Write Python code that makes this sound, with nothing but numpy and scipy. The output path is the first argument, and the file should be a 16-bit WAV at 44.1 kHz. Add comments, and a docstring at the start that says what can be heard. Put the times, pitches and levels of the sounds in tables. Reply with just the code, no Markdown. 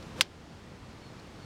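"""An open range, small camera close to the player: a far wash of air in light wind and a faint camera whine.
A far tick, then an iron club swishes down: noise in tone, overtone and hiss that grows with speed.
Knocks ring the club head and shaft, the ball cracks off the face as one short wavelet with a bright spit,
and torn turf flies as grains of noise. The camera's gain control ducks after the crack and creeps back up.
From about a second in, small birds whistle far off as gliding sines, around a second faint tick."""
import sys
import numpy as np
from scipy import signal
from scipy.fft import rfft, irfft
from scipy.io import wavfile
from scipy.ndimage import uniform_filter1d

SR = 44100
rng = np.random.default_rng(int(sys.argv[2]) if len(sys.argv) > 2 else 0)


def dump(signal):
    """Clip the signal to [-1, 1] and save it as 16-bit WAV at the path in sys.argv[1]."""
    limited = np.clip(np.atleast_2d(signal).T, -1, 1)
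    pcm = np.round(limited * 32767).astype(np.int16)
    wavfile.write(sys.argv[1], SR, pcm)


def invert_db(level):
    """Linear amplitude ratio for a level in decibels (20 dB per decade), elementwise."""
    return 10 ** (np.asarray(level, dtype=float) / 20)


N = 63945  # length in samples
T = np.arange(N) / SR  # time in seconds
HIT_S = .21004  # club face meets ball
RADIATES_ABOVE_HZ = 805  # club and crack are thinned below this


def evened(x):
    """Scales to rms 1."""
    return x / np.sqrt(np.mean(x ** 2) + 1e-20)


def read(points, hz):
    """Reads a spectrum table on a log-frequency axis."""
    table_hz, value = np.transpose(points)
    return np.interp(np.log(hz + 1), np.log(table_hz + 1), value)


def coloured(x, points):
    """Filters by a spectrum table, then scales to rms 1."""
    gain = invert_db(read(points, np.fft.rfftfreq(len(x), 1 / SR)))
    return evened(irfft(rfft(x) * gain, len(x)))


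def resonate(x, hz, width_hz):
    """A resonance that may follow a moving frequency: shift down to 0 Hz, smooth, shift back."""
    turn = np.exp(2j * np.pi * np.cumsum(hz * np.ones(len(x))) / SR)
    r = np.exp(-np.pi * width_hz / SR)
    return 2 * (turn * signal.lfilter([1 - r], [1, -r], x / turn)).real


def dying(start_s, t60_s, rise_s):
    """Envelope: short straight rise under an exponential fall of 60 dB in t60_s."""
    t = np.maximum(T - start_s, 0)
    return np.minimum(t / rise_s, 1) * invert_db(np.maximum(-60 * t / t60_s, -200))


# far air over the open range, heaviest in the bass: pitch_hz, relative level_db
WASH_SPECTRUM = [(12, -30.5), (25, -9.5), (40, -7), (62, -3), (95, 0), (160, -2), (250, -5), (400, -10),
                 (630, -14), (1000, -15.5), (2500, -23), (5000, -27.5), (8000, -35.5), (10000, -41.5),
                 (13000, -49), (16000, -53)]


def wash():
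    """Far wash of air: random short-time spectra whose patches drift gently in level, then coloured."""
    wash_db, patch_rms_db = -45, 0.4646
    frames = N // 256 + 5
    real, imaginary, patches = rng.standard_normal((frames, 513, 3)).T
    patches = uniform_filter1d(patches, size=10, axis=0)  # across frequency
    patches = evened(uniform_filter1d(patches, size=12, axis=1))  # across time
    spectra = (real + 1j * imaginary) * invert_db(patch_rms_db * patches)
    air = signal.istft(spectra, nperseg=1024, noverlap=768)[1][:N]
    return invert_db(wash_db) * coloured(air, WASH_SPECTRUM)


def whine():
    """A steady high tone from the camera itself, its level beating lightly."""
    whine_hz, whine_db, beat_hz, beat_depth = 14390, -87, 30, .3
    beat = 1 + beat_depth * np.sin(2 * np.pi * beat_hz * T)
    return np.sqrt(2) * invert_db(whine_db) * beat * np.sin(2 * np.pi * whine_hz * T)


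# faint ticks far from the microphone: start_s, level_db (before the envelope), pitch_hz
FAR_TICKS = [(0.025, -47.5, 3780), (1.196, -51.5, 4400)]


def ticks():
    """Small far ticks: noise through a broad resonance, dying at once."""
    width_hz, t60_s, rise_s = 2340, 0.0343, 0.0013
    out = np.zeros(N)
    for start_s, level_db, pitch_hz in FAR_TICKS:
        noise = resonate(rng.standard_normal(N), pitch_hz, width_hz)
        noise = evened(resonate(noise, pitch_hz, width_hz))
        out += invert_db(level_db) * dying(start_s, t60_s, rise_s) * noise
    return out


# club head speed through the downswing and follow-through: time_s, speed (share of nominal top speed)
SWING_SPEED = [(.1, 0.24), (.145, 0.35), (.162, 0.847), (.185, 0.973), (.192, 1.01), (.207, 0.926),
               (.23, 0.786), (.26, 0.682), (.32, 0.16)]
# hiss of air off the moving club: pitch_hz, relative level_db
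SWISH_SPECTRUM = [(500, -8.5), (1500, 0), (3000, -2.5), (6000, -7.5), (10000, -17.5), (16000, -29.5)]


def swing():
    """Air shed by the shaft: a fuzzy tone and a wide overtone that rise with speed, and hiss; all grow with it."""
    # levels hold at speed share 1; each power is how steeply the amplitude grows with speed
    shaft_hz, shaft_width_hz, shaft_db, shaft_power = 531.8, 101, -38, 2.85
    overtone_ratio, overtone_width_hz, overtone_db, overtone_power = 2.025, 327, -45.5, 1.84
    swish_db, swish_power = -49, 5.86
    speed = np.clip(np.interp(T, *np.transpose(SWING_SPEED), left=0, right=0), 0, 2)
    tone_noise, overtone_noise, hiss_noise = rng.standard_normal((N, 3)).T
    tone_hz = shaft_hz * speed
    tone = resonate(tone_noise, tone_hz, shaft_width_hz)
    tone = evened(resonate(tone, tone_hz, 2 * shaft_width_hz))
    overtone_hz = overtone_ratio * tone_hz
    overtone = resonate(overtone_noise, overtone_hz, overtone_width_hz)
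    overtone = evened(resonate(overtone, overtone_hz, overtone_width_hz))
    hiss = coloured(hiss_noise, SWISH_SPECTRUM)
    return (invert_db(shaft_db) * speed ** shaft_power * tone
            + invert_db(overtone_db) * speed ** overtone_power * overtone
            + invert_db(swish_db) * speed ** swish_power * hiss)


# ringing modes of the club head and shaft: pitch_hz (before detuning), relative level_db, t60_s
CLUB_MODES = [(841, -10, 0.0246), (1003, -13, 0.0128), (1293, -14, 0.0162), (1491, -4.5, 0.0171),
              (2108, -8, 0.0118), (2586, -10, 0.0146), (2891, -4.5, 0.0133), (3400, -8, 0.0157),
              (4080, -14.5, 0.013), (4765, -4, 0.0245), (5118, -6.5, 0.016), (5510, -7, 0.0147),
              (6205, -6, 0.0112), (7386, -11, 0.0156)]
# grass tips, the ball, then the sole on the turf: start_s, relative level_db, low_share (of the lower modes)
CLUB_KNOCKS = [(.2086, -42.5, 0.55), (.2104, -27.5, 0.123), (.2110, -27, 0.102), (.2120, -23, 0.572),
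               (0.2131, -21.5, 0.507), (.2139, -22.5, 0.68), (.2170, -27, 0.13)]


def club():
    """Every knock starts all the modes together, pushing inward first; the small head radiates little bass."""
    detune_spread, low_below_hz = 0.0082, 3600
    pitch_hz, level_db, t60_s = np.transpose(CLUB_MODES)[:, :, None]
    t = T[:4000]
    out = np.zeros(N)
    detune = 1 + detune_spread * rng.standard_normal((len(CLUB_KNOCKS), len(CLUB_MODES), 1))
    for (start_s, knock_db, low_share), bend in zip(CLUB_KNOCKS, detune):
        low_share = np.clip(low_share, 0, 1)
        share = np.where(pitch_hz < low_below_hz, low_share, 1 - low_share)
        modes = share * invert_db(level_db - 60 * t / t60_s) * np.sin(2 * np.pi * pitch_hz * bend * t)
        out[round(start_s * SR):][:len(t)] -= 2 * invert_db(knock_db) * modes.sum(0)
    return signal.lfilter(*signal.butter(2, RADIATES_ABOVE_HZ, 'high', fs=SR), out)


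# bright spit of noise at contact: pitch_hz, relative level_db
SNAP_SPECTRUM = [(3000, -15.5), (6000, 5), (9500, 7), (13000, -4.5), (16000, -16.5)]


def crack():
    """The ball squashes on the face: one short wavelet sagging in pitch, thin in the bass, and a bright spit."""
    crack_db, crack_hz, sag_hz_per_s, width_s = 4, 3012, 4870000, 0.000164  # level before bass thinning
    snap_db, snap_t60_s = -12, 0.00758  # level before the envelope
    t = T - HIT_S
    sagging_tone = -np.sin(2 * np.pi * (crack_hz * t - .5 * sag_hz_per_s * t ** 2))
    wavelet = sagging_tone * np.exp(-.5 * (t / width_s) ** 2)
    wavelet = signal.filtfilt(*signal.butter(2, RADIATES_ABOVE_HZ, 'high', fs=SR), wavelet)
    spit = coloured(rng.standard_normal(N), SNAP_SPECTRUM) * dying(HIT_S - .0004, snap_t60_s, .0003)
    return invert_db(crack_db) * wavelet + invert_db(snap_db) * spit


# torn turf and flying grit: pitch_hz, relative level_db
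TURF_SPECTRUM = [(400, -26), (900, -7.5), (2000, -11), (3200, -2), (5000, 1.5), (7500, -9.5), (11000, -17),
                 (13500, -16.5), (16000, -31.5)]
# loose soil flying off, duller: pitch_hz, relative level_db
SPRAY_SPECTRUM = [(500, -23.5), (1500, -4), (3200, 3.5), (5000, -1), (7000, -12), (10000, -29.5),
                  (16000, -37)]


def turf():
    """A quick burst of random grit grains, with a softer, duller spray that dies more slowly."""
    start_s, grains_per_s, spread_db = .2106, 7800, 2
    turf_db, turf_t60_s, spray_db, spray_t60_s = -21.5, 0.0414, -33.5, 0.132  # levels before the envelopes
    grit = rng.standard_normal(N)
    grit = grit * (rng.random(N) < grains_per_s / SR)  # keep scattered grains only
    grit = grit * invert_db(spread_db * np.minimum(rng.exponential(1, N), 4))  # uneven sizes
    burst = dying(start_s, turf_t60_s, 0.00078) * coloured(grit, TURF_SPECTRUM)
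    # the same grains backwards serve as fresh ones
    spray = dying(start_s, spray_t60_s, .004) * coloured(grit[::-1], SPRAY_SPECTRUM)
    return invert_db(turf_db) * burst + invert_db(spray_db) * spray


# small birds far across the range: start_s, length_s, level_db, pitch_hz (at the start), glide_hz_per_s
BIRD_CALLS = [(1.007, 0.0956, -59, 4427, -1750), (1.024, 0.0276, -58.5, 2227, 2500.5),
              (1.185, 0.023, -62.5, 4325, -3000), (1.412, 0.039, -60, 4473, -2800)]


def birds():
    """Thin far whistles: gliding sines that swell and fade."""
    out = np.zeros(N)
    for start_s, length_s, level_db, pitch_hz, glide_hz_per_s in BIRD_CALLS:
        t = np.clip(T - start_s, 0, length_s)
        swell = abs(np.sin(np.pi * t / length_s)) ** 0.47
        whistle = np.sin(2 * np.pi * (pitch_hz * t + .5 * glide_hz_per_s * t ** 2))
        out += np.sqrt(2) * invert_db(level_db) * swell * whistle
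    return out


def scene():
    """All sources at the one microphone."""
    shot = crack() + club() + turf() + swing()
    background = wash() + birds() + ticks() + whine()
    return (shot + background)[None]


def top_cut(x):
    """Nothing passes above the cut-off."""
    return signal.sosfilt(signal.butter(12, 16480, fs=SR, output="sos"), x)


def record(dry):
    """The camera's gain control falls just after a loud peak and recovers slowly; its input stage saturates."""
    duck_from_db, duck_share, smoothing_s, recover_db_per_s = -15.5, 0.5273, 0.0133, 2.5
    saturates_at = 0.71
    power_db = 10 * np.log10(abs(uniform_filter1d(dry[0] ** 2, size=64)) + 1e-12)
    recovery_db = T * recover_db_per_s
    # hold the deepest duck so far, less the recovery since then
    held_db = np.maximum.accumulate(duck_share * (power_db - duck_from_db) + recovery_db)
    duck_db = np.maximum(held_db - recovery_db, 0)
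    r = np.exp(-1 / (smoothing_s * SR))
    ducked = dry / invert_db(signal.lfilter([1 - r], [1, -r], duck_db))
    saturated = ducked / (1 + abs(ducked / saturates_at) ** 4) ** 0.273
    return top_cut(saturated)


dry = scene()
out = record(dry)
dump(out)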